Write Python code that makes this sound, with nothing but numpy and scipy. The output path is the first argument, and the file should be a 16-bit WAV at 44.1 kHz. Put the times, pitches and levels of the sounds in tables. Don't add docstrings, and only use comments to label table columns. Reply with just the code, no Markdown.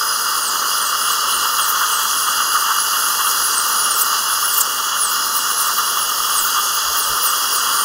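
import sys
import numpy as np
from scipy import signal
from scipy.fft import rfft, irfft, next_fast_len
from scipy.io import wavfile
from scipy.ndimage import uniform_filter1d, map_coordinates

SR = 44100
rng = np.random.default_rng(int(sys.argv[2]) if len(sys.argv) > 2 else 0)


def store_pcm(level_fs):
    pcm = np.round(np.clip(level_fs, -1, 1) * 32767).astype(np.int16)
    wavfile.write(sys.argv[1], SR, np.atleast_2d(pcm).T)


N = 346134
TIME = np.arange(N) / SR

# centre_s, length_s, rasp_db, chatter_db
CATCHES = [(.41, .03, -40, -35), (0.758, .011, -33, -42), (1.127, .039, -22, -45), (1.218, .012, -31, -45),
           (1.37, .027, -29, -33), (1.699, 0.019, -17, -27), (1.964, 0.044, -38, -31),
           (2.06, 0.023, -32, -42), (2.533, 0.042, -26, -29), (2.85, .03, -36, -35), (3.097, .03, -38, -35),
           (3.998, 0.037, -16, -33), (4.021, 0.016, -23, -16), (4.06, .02, -28, -32),
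           (4.481, 0.021, -36, -21), (4.543, .015, -21, -19), (4.582, 0.018, -14, -26),
           (4.611, .012, -9, -19), (5.128, .023, -23, -36), (5.21, .03, -38, -38), (5.363, 0.027, -17, -23),
           (5.612, 0.026, -17, -32), (5.678, 0.016, -18, -38), (5.785, 0.018, -36, -16),
           (5.988, 0.021, -38, -26), (6.45, .05, -20, -35), (6.591, .025, -36, -22),
           (6.76, 0.023, -36, -22), (6.984, .025, -18, -24), (7.245, 0.039, -19, -22),
           (7.315, .035, -34, -29), (7.54, .03, -20, -42), (7.742, .03, -38, -32), (7.83, .03, -36, -31)]


def amp(db):
    return 10 ** (np.asarray(db) / 20)


def unit(x):
    return x / np.sqrt(np.mean(x ** 2) + 1e-20)


def eq_db(points, hz):
    freq_hz, level_db = np.transpose(points)
    return np.interp(np.log(hz + 1), np.log(freq_hz + 1), level_db)


def faders(rows):
    time_s, *columns = np.transpose(rows)
    return [np.interp(TIME, time_s, column) for column in columns]


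def wobble(rate):
    return unit(map_coordinates(rng.standard_normal(int(N * rate / SR) + 4), [TIME * rate]))


def swell(centre_s, length_s):
    return np.exp(-2 * np.minimum(((TIME - centre_s) / length_s) ** 2, 20))


def swells(rest_db, rows):
    return np.sqrt(amp(rest_db) ** 2 + sum((amp(db) * swell(s, length)) ** 2 for s, length, db in rows))


def filtered(x, response):
    size = next_fast_len(N + SR // 2)
    return irfft(rfft(x, size) * response(np.fft.rfftfreq(size, 1 / SR)), size)[:N]


def rush(spectrum, patchy_db):
    bins = signal.stft(rng.standard_normal(N), nperseg=512)[2]
    patches = uniform_filter1d(rng.standard_normal(bins.shape), size=4, axis=0)
    patches = uniform_filter1d(patches, size=70, axis=1)
    noise = signal.istft(bins * amp(patchy_db * unit(patches)), nperseg=512)[1][:N]
    return unit(filtered(noise, lambda hz: amp(eq_db(spectrum, hz))))


def suction(roar_trim_db=-1, edge_trim_db=-.5, surge_db=.68):
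    # freq_hz, level_db
    roar_eq = [(410, -60), (700, -25), (758, -26.5), (889, -11.5), (967, -11.5), (1060, -3), (1220, 2),
               (1410, -1), (1620, -9.5), (1850, -12.5), (1970, -19.5), (2120, -35), (2300, -34.5),
               (2990, -69), (5060, -120)]
    edge_eq = [(1380, -61), (2350, -42), (2440, -34), (2740, -2.5), (2860, 5.5), (2950, -1), (3130, -2.5),
               (3380, 2.5), (3480, -7.5), (3630, -24), (3750, -17.5), (4880, -41), (8250, -120)]
    # time_s, roar_db, edge_db
    pull = [(0, -23, -30), (.6, -22.5, -29), (1.3, -22, -27), (1.9, -20.5, -26.5), (2.2, -23, -28),
            (2.75, -21.5, -29), (3.05, -22.5, -30), (3.55, -21, -28), (4.1, -22, -28.5),
            (4.9, -23.5, -30.5), (5.6, -22.5, -29.7), (6.1, -24, -29), (6.55, -22, -28.5),
            (7.05, -23, -27.8), (7.85, -21, -27.5)]
    # centre_s, length_s, roar_lift_db, edge_lift_db
    gulps = [(1.457, 0.021, 3.5, 2), (1.596, 0.015, 5, 10), (1.818, .025, 5, 1), (2.277, 0.017, 6.5, 6.5),
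             (2.406, .03, 3, 4), (2.559, .02, 4.5, 2), (2.708, 0.027, 3.5, 2), (3.204, 0.029, 5.5, 4),
             (4.139, 0.027, 4, 2.5), (5.699, .015, 6, -3), (5.79, 0.014, 5.5, 4.5), (5.986, 0.021, 6.5, 4),
             (6.58, 0.035, 4, 2)]
    roar_db, edge_db = faders(pull)
    surge = surge_db * wobble(25)
    roar_db += surge + sum(db * swell(s, length) for s, length, db, _ in gulps)
    edge_db += surge + sum(db * swell(s, length) for s, length, _, db in gulps)
    flutter_db = .5 * wobble(130)
    roar = unit(rush(roar_eq, patchy_db=.5) * amp(flutter_db))
    edge = unit(rush(edge_eq, patchy_db=1.33) * amp(flutter_db + .74 * wobble(90)))
    return amp(roar_db + roar_trim_db) * roar + amp(edge_db + edge_trim_db) * edge


def jets(hiss_trim_db=-1, spray_trim_db=4, ring_trim_db=-2):
    # freq_hz, level_db
    hiss_eq = [(2150, -34), (3650, -9.5), (3740, -19), (3950, -13), (4440, -7), (4870, -0.5), (5290, -4),
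               (6780, -3.5), (7480, -9.5), (7800, -22.5), (10100, -36), (17200, -120)]
    ring_eq = [(4600, -37), (4820, -8), (4930, 4), (5010, 1), (5120, -30), (5400, -60)]
    spray_eq = [(4470, -45), (7600, -0.5), (7890, -8), (9480, 0.5), (10800, 1.5), (11900, -5.5),
                (14600, 0.5), (15400, 0.5), (16000, -11)]
    # time_s, hiss_db, spray_db
    flow = [(0, -25.5, -30), (1.1, -23.5, -29), (2.05, -24, -27), (2.45, -23.5, -28.5), (3.1, -22.5, -26.3),
            (3.75, -22.6, -27.5), (4.25, -23.5, -28.5), (4.55, -22.5, -26.5), (4.8, -24.5, -30),
            (5.5, -23.5, -28.5), (6.25, -23, -27.2), (7.0, -23, -28.5), (7.85, -23.5, -27)]
    # time_s, level_db
    ring_ride = [(0, -29.5), (1.2, -33), (2.3, -38), (3.0, -53), (4.4, -37), (5.0, -52), (6.8, -43),
                 (7.4, -35), (7.85, -34)]
    hiss_db, spray_db = faders(flow)
    ring_db, = faders(ring_ride)
    hiss = amp(hiss_db + hiss_trim_db + .71 * wobble(30)) * rush(hiss_eq, patchy_db=1.27)
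    ring = amp(ring_db + ring_trim_db) * rush(ring_eq, patchy_db=-1)
    sputter = amp(wobble(30) + .97 * wobble(500))
    spray = amp(spray_db + spray_trim_db) * unit(rush(spray_eq, patchy_db=2.24) * sputter)
    return hiss + ring + spray


def room_tone(level_db=-41):
    # freq_hz, level_db
    room_eq = [(35, -36), (60, -11), (98, -14.5), (161, -10), (216, -4.5), (286, -7), (315, -2.5),
               (441, 2.5), (617, 1), (651, 0), (695, -2.5), (750, -10.5), (800, 2), (1040, -34),
               (1760, -120)]
    return amp(level_db) * rush(room_eq, patchy_db=1.2)


def handling(sway_trim_db=-1, rub_trim_db=-3):
    # freq_hz, level_db
    sway_eq = [(15, -3), (35, 2), (55, -19), (120, -50)]
    rub_eq = [(25, -23), (55, 6), (90, -11), (130, -3), (220, -26), (500, -80)]
    # centre_s, length_s, sway_db, rub_db
    bumps = [(.01, .04, -50, -44), (1.382, .05, -62, -46), (1.6, 0.13, -56, -50), (2.509, 0.048, -60, -50),
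             (3.411, 0.044, -62, -50), (4.44, 0.058, -57, -48), (5.511, .03, -58, -57),
             (6.06, .05, -52, -51), (6.21, 0.031, -46, -57), (6.41, .05, -39, -56), (6.902, .06, -52, -43),
             (7.12, 0.058, -52, -37)]
    sway = swells(-64, [(s, length, db) for s, length, db, _ in bumps]) * rush(sway_eq, patchy_db=-.5)
    rub = swells(-60.5, [(s, length, db) for s, length, _, db in bumps]) * rush(rub_eq, patchy_db=2)
    return amp(sway_trim_db) * sway + amp(rub_trim_db) * rub


def standing_waves(x):
    # centre_hz, width_hz, gain_db
    modes = [(205, 25, 2.5), (251, 30, 3.5), (722, 29, 7), (807, 24, 1.5), (899.4, 47, 6), (1097, 20, 0.5),
             (1178, 98, 2.5), (1379, 27, 4), (1530, 49, 1.5), (1880, 70, 2), (2566, 22, 8.5), (2930, 43, 5),
             (3624, 124, -10), (4017, 300, 6.5), (4970, 115, 1.5), (5190, 120, -8.5), (6600, 210, 3.5),
             (7570, 170, -12.5), (7940, 190, 3), (12850, 170, 0), (13900, 120, 2), (15100, 350, -2)]
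    return filtered(x, lambda hz: amp(sum(db / (1 + (2 * (hz - centre) / width) ** 2)
                                          for centre, width, db in modes)))


def strokes(ease_db=11, fade_db_per_s=76, shaft_drop_db=6, full_load_sag_hz=800):
    # start_s, length_s, fast_hz, slow_hz, lateness (of the sag, 1 = even),
    # touch_db, bite_db (whistle at first touch and full bite), shaft_db (once-a-turn tone)
    cuts = [(0.042, 0.22, 5000, 4920, .7, -30, -24, -28), (0.365, 0.22, 5230, 3300, 0.89, -28, -27.5, -33),
            (.76, 0.15, 5530, 3880, 0.77, -26, -26, -31), (1.033, 0.13, 5290, 3660, 1, -29, -27, -36),
            (1.277, 0.12, 5300, 4240, 1.1, -43, -22.5, -32), (1.553, 0.15, 5300, 3380, 1, -34, -25.5, -38),
            (1.87, 0.15, 5170, 3740, 0.82, -33, -23.5, -37), (2.146, 0.19, 5010, 4220, 1.3, -26, -25, -38),
            (2.47, 0.15, 5650, 4660, 0.91, -22.5, -23, -45), (2.741, .11, 5820, 4920, 1.1, -40, -20, -46),
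            (2.972, .13, 5700, 4850, 1.1, -28, -25, -48), (3.196, 0.13, 5550, 4870, 1.2, -34, -25, -41),
            (3.418, .1, 5430, 4650, 1.2, -23.5, -19, -36), (3.542, 0.076, 4350, 4300, 0.52, -31, -18, -50),
            (3.777, 0.23, 5190, 3650, 1.65, -22, -19.5, -44),
            (3.999, 0.039, 3330, 1780, 1.2, -28, -26, -50), (4.285, 0.11, 5420, 5210, 0.84, -27, -24, -38),
            (4.442, .2, 5370, 900, 1.2, -22, -22, -28.5), (4.958, .12, 5620, 3940, 1.3, -40, -16, -39),
            (5.311, .1, 5710, 3960, 1.3, -42, -23, -40), (5.566, .096, 5570, 3920, 1.2, -24.5, -22.5, -34),
            (5.879, 0.063, 5350, 4720, 1.1, -29, -28, -36), (6.02, 0.081, 5250, 5060, .8, -22.5, -34, -38),
            (6.153, .06, 5390, 5230, .8, -38, -23, -27), (6.302, .13, 5430, 3450, 1.3, -31, -18, -30),
            (6.707, .064, 5600, 4980, 1.1, -40, -25, -30), (6.899, .18, 5850, 3960, 1.1, -41, -24, -34),
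            (7.2, 0.12, 5430, 3890, 1.07, -30, -24, -35), (7.489, 0.12, 5560, 3930, 1.2, -41, -22, -29),
            (7.738, 0.11, 4980, 4420, 0.91, -46, -22.5, -34)]
    start, length, fast, slow, lateness, touch_db, bite_db, shaft_db = np.transpose(cuts)
    end = start + length
    pause = np.maximum(np.append(start[1:], end[-1] + 1) - end, 1e-3)
    bite, lift, next_touch = start + .51 * length, end + .26 * pause, end + .74 * pause
    now = np.maximum(np.searchsorted(start, TIME) - 1, 0)

    def glide(since, span, bend):
        progress = np.clip((TIME - since[now]) / span[now], 0, 1)
        return np.sin(np.pi / 2 * progress ** bend) ** 2

    def envelope(times, levels):
        return np.interp(TIME, np.ravel(times, order="F"), np.ravel(levels, order="F"))

    sag = (fast - slow)[now] * glide(start, length, lateness[now])
    spin_up = (np.append(fast[1:], fast[-1]) - slow)[now] * glide(end, pause, bend=.8)
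    end_db = bite_db - ease_db
    lift_db = end_db - fade_db_per_s * pause
    whistle = envelope([start, bite, end, lift, next_touch],
                       [touch_db, bite_db, end_db, lift_db, np.roll(touch_db, -1) - 2.5])
    loaded_db = shaft_db - shaft_drop_db * np.minimum((fast - slow) / full_load_sag_hz, 1)
    shaft = envelope([start, end, next_touch], [shaft_db, loaded_db, np.roll(shaft_db, -1)])
    return fast[now] - sag + spin_up, whistle, shaft


def turbine(free_hz=5600, whirl_hz=4300, whistle_trim_db=-.5, chatter_trim_db=1, shaft_trim_db=-1):
    # freq_hz, level_db
    rattle_eq = [(6000, -50), (8000, -14), (8500, 0), (8800, 0), (9300, -14), (12000, -50)]
    # order (multiple of rotor speed), level_db
    partials = [(3, -8), (4, -6), (6, -2)]
    # freq_hz, gain_db
    head_eq = [(5000, -18), (7500, -6), (9000, 5), (10800, -11), (12500, 4), (15000, -7.5), (17000, -7),
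               (22000, -27)]
    speed, whistle_db, shaft_db = strokes()
    labour_db = 16 * np.minimum(np.log2(speed / 3900), 0)
    load = np.clip(1 - speed / free_hz, 0, .4)
    shake = .004 * wobble(45) + .002 * wobble(150) + .03 * load * wobble(1200)
    angle = 2 * np.pi * np.cumsum(speed * (1 + shake)) / SR
    tone = lambda order: np.sqrt(2) * np.sin(order * angle) * (order * speed < SR / 2)
    shaft = amp(shaft_db + shaft_trim_db) * tone(1)
    whirl = .55 * np.exp(-((speed - whirl_hz) / 170) ** 2)
    whistle = np.sqrt(1 - whirl) * tone(2) + np.sqrt(whirl) * rush(rattle_eq, patchy_db=0)
    whistle *= amp(whistle_db + labour_db + 5 * whirl + whistle_trim_db)
    weights = np.array([amp(db + eq_db(head_eq, order * speed)) for order, db in partials])
    weights /= np.linalg.norm(weights, axis=0)
    chatter = sum(weight * tone(order) for weight, (order, _) in zip(weights, partials))
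    chatter *= amp(chatter_trim_db) * swells(-42, [(s, length, db) for s, length, _, db in CATCHES])
    contact = unit(amp(4 * np.tanh(wobble(60)) + (1.5 + 11 * load) * np.tanh(wobble(900))))
    return filtered((shaft + whistle + chatter) * contact, lambda hz: hz ** 6 / (hz ** 6 + 4000 ** 6))


def reflections(x, decay_s=.05):
    t = np.arange(SR // 8) / SR
    tail = rng.standard_normal(len(t)) * amp(-60 * t / decay_s)
    return .92 * x + .4 * signal.fftconvolve(x, tail / np.linalg.norm(tail))[:N]


def scrapes():
    # freq_hz, level_db
    rasp_eq = [(2000, -60), (4000, -20), (8000, -11), (11000, -11), (13000, -2), (14500, -1), (15700, 3),
               (17000, -10)]
    speed = strokes()[0]
    strength = sum(amp(db) * swell(s, length) for s, length, db, _ in CATCHES)
    angle = 2 * np.pi * np.cumsum(speed) / SR
    orders = np.arange(3, 9)[:, None]
    weights = amp(eq_db(rasp_eq, orders * speed)) / (1 + (orders * speed / 15000) ** 40)
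    squeal = sum(weight * wobble(1400) * np.sqrt(2) * np.sin(order * angle)
                 for order, weight in zip(orders, weights))
    grit = unit(rush(rasp_eq, patchy_db=2.5) * amp(3 * wobble(700)))
    return strength * (.65 * grit + .8 * squeal)


def scene():
    drill = reflections(turbine()) + scrapes()
    bed = standing_waves(suction() + jets() + room_tone() + handling())
    return np.array([drill + bed] * 2)


def record(dry, ceiling=.75, top_hz=15750):
    rounded = dry / (1 + (dry / ceiling) ** 8) ** (1 / 8)
    return np.array([filtered(channel, lambda hz: hz < top_hz) for channel in rounded])


dry = scene()
out = record(dry)
store_pcm(out)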